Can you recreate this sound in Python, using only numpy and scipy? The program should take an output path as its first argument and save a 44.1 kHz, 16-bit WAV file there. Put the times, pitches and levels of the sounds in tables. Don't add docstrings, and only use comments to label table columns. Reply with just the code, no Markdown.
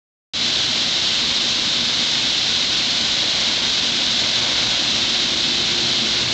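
import sys
import numpy as np
from scipy import signal
from scipy.fft import rfft, irfft
from scipy.io import wavfile

SR = 44100
rng = np.random.default_rng(int(sys.argv[2]) if len(sys.argv) > 2 else 0)


def wrap_up_sound(samples):
    columns = np.atleast_2d(samples).T
    tamed = np.clip(columns, -1, 1)
    steps = np.round(tamed * 32767).astype(np.int16)
    wavfile.write(sys.argv[1], SR, steps)


N = 279153
TIME = np.arange(N) / SR

# (frequency [Hz], relative spectral density [dB])
TICK_SPECTRUM = [(150, -25), (700, -23.5), (1300, -17.5), (1950, -14.5), (2500, -10), (3000, -6),
                 (3480, -2), (4020, -0.5), (4450, -5.5), (5100, -9), (6500, -15.5), (7350, -20.5),
                 (8000, -30), (9000, -42.5)]
# (frequency [Hz], bandwidth [Hz], relative level [dB])
BAR_MODES = [(1012, 6, -16), (2627, 7, -8), (3041, 5, 0), (3186, 8, -3), (3294, 8, -1.5), (3558, 6, .5),
             (3612, 8, -1)]
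# (frequency [Hz], relative spectral density [dB])
PATTER_SPECTRUM = [(200, -14), (400, -3), (470, -1.5), (540, 1), (720, 0.5), (850, -5), (980, -1.5),
                   (1200, -6), (1380, -8.5), (1490, 0.5), (1950, -4), (2170, 6), (2450, 3.5), (4000, -36.5)]
# (time of peak [s], rise [dB])
PATTER_SWELLS = [(3.45, 3.0), (4.52, 4)]
# (frequency [Hz], bandwidth [Hz], relative level from afar [dB], rise at nearness 1 [dB])
BOX_MODES = [(129, 22, -6, 7.5), (222, 12, -5.5, 5), (238.6, 9.8, -1, 4.5), (258.3, 6.5, -7, 4),
             (289.5, 22, -5, 4), (321.7, 15, -7, 2), (349.9, 3.6, -13, 17), (360, 21, -22, 0)]
# (frequency [Hz], relative spectral density [dB])
RUMBLE_SPECTRUM = [(20, -22.5), (34, -12.5), (46, -3), (56, -1.5), (62, -10), (71, 1), (88, 0.5), (104, -5),
                   (125, 1.5), (148, 2), (165, 2), (186, -5.5), (260, -3), (600, -44.5)]
# (frequency [Hz], level relative to the rumble [dB])
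HUM_TONES = [(56, -13), (112.5, -15), (174, -6)]
# (time [s], nearness [0-1])
MIC_NEARNESS = [(0.34, 0.2), (2.6, 0.01), (3.15, 0), (6.33, 0.83)]


def kernel_strikes(flow, per_s=1500, rebound_db=3, rebound_s=0.0076):
    blows = unit_rms(impacts(per_s * flow))
    skitter = np.sqrt(smooth(blows ** 2, rebound_s)) * rng.standard_normal(N)
    return unit_rms(blows + gain_of(rebound_db) * skitter)


def grate(strikes, flow, level_db=-19.0, slide_db=-12, bars_db=-19.5):
    sliding = gain_of(slide_db) * flow * rng.standard_normal(N)
    rattle = colour(strikes + sliding, TICK_SPECTRUM)
    bars = unit_rms(sum(gain_of(db) * ring(strikes, hz, width) for hz, width, db in BAR_MODES))
    return gain_of(level_db) * unit_rms(rattle + gain_of(bars_db) * bars)


def pit(strikes, flow, patter_db=-33.5, closer_db=1.5, drum_db=-41, strike_share=0.62, swell_s=0.3):
    landings = unit_rms(impacts(per_s=1300 * flow))
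    patter = colour(landings + strike_share * strikes, PATTER_SPECTRUM)
    near = curve(MIC_NEARNESS)
    swell_db = sum(rise_db * np.exp(-((TIME - peak_s) / swell_s) ** 2)
                   for peak_s, rise_db in PATTER_SWELLS)
    drum = sum(gain_of(db + near_db * near) * ring(landings, hz, width)
               for hz, width, db, near_db in BOX_MODES)
    return gain_of(patter_db + closer_db * near + swell_db) * patter + gain_of(drum_db) * drum


def machinery(level_db=-41.0, closer_db=1.5, pitch_waver=0.0079):
    wavering_time = np.cumsum(1 + pitch_waver * wander(4.1)) / SR
    hum = np.zeros(N)
    for hz, db in HUM_TONES:
        amplitude = np.sqrt(2) * gain_of(db + 2.0 * wander(4.8))
        hum += amplitude * np.sin(2 * np.pi * hz * wavering_time)
    rumble = colour(rng.standard_normal(N), RUMBLE_SPECTRUM, size=16384)
    return gain_of(level_db + closer_db * curve(MIC_NEARNESS)) * unit_rms(rumble + hum)


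def impacts(per_s):
    return rng.choice([-1, 1], N) * (rng.random(N) < per_s / SR)


def ring(x, hz, width_hz):
    pole = np.exp((2j * np.pi * hz - np.pi * width_hz) / SR)
    return unit_rms(signal.lfilter([1], [1, -pole], x).real)


def colour(x, spectrum, size=4096):
    hz, db = np.transpose(spectrum)
    bin_hz = abs(np.fft.fftfreq(size, 1 / SR))
    log_gain = np.log(gain_of(np.interp(np.log(bin_hz + 1), np.log(hz), db)))
    response = np.exp(np.conj(signal.hilbert(log_gain)))
    taps = np.fft.ifft(response).real[:size // 2]
    return unit_rms(signal.oaconvolve(x, taps)[:N])


def wander(hz):
    bin_hz = np.fft.rfftfreq(N, 1 / SR)
    return unit_rms(irfft(rfft(rng.standard_normal(N)) / (1 + (bin_hz / hz) ** 2), N))


def smooth(x, seconds):
    keep = np.exp(-1 / (seconds * SR))
    return signal.lfilter([1 - keep], [1, -keep], x)


def curve(rows):
    return np.interp(TIME, *np.transpose(rows))


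def gain_of(db):
    return 10 ** (np.asarray(db) / 20)


def unit_rms(x):
    return x / np.sqrt(np.mean(x ** 2) + 1e-20)


def gain_control(x, knee_db=-19, squeeze=0.37, follow_s=0.0023):
    power_db = 10 * np.log10(smooth(x ** 2, follow_s) + 1e-12)
    return x * gain_of(-squeeze * np.maximum(power_db - knee_db, 0))


def scene(clump_db=0.4):
    flow = gain_of(clump_db * wander(35))
    strikes = kernel_strikes(flow)
    return (grate(strikes, flow) + pit(strikes, flow) + machinery())[None]


def record(dry, start_s=0.336, settle_db=-6.0, settle_s=0.039, bass_hz=38, treble_hz=8750):
    high_pass = signal.butter(N=4, Wn=bass_hz, btype="high", fs=SR, output="sos")
    compressed = gain_control(signal.sosfilt(high_pass, dry))
    open_s = np.maximum(TIME - start_s, 0)
    opening = (open_s > 0) * gain_of(settle_db * np.exp(-open_s / settle_s))
    low_pass = signal.firwin(191, treble_hz, window=("kaiser", 9), fs=SR)
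    return signal.oaconvolve(compressed * opening, low_pass[None], "same")


dry = scene()
out = record(dry)
wrap_up_sound(out)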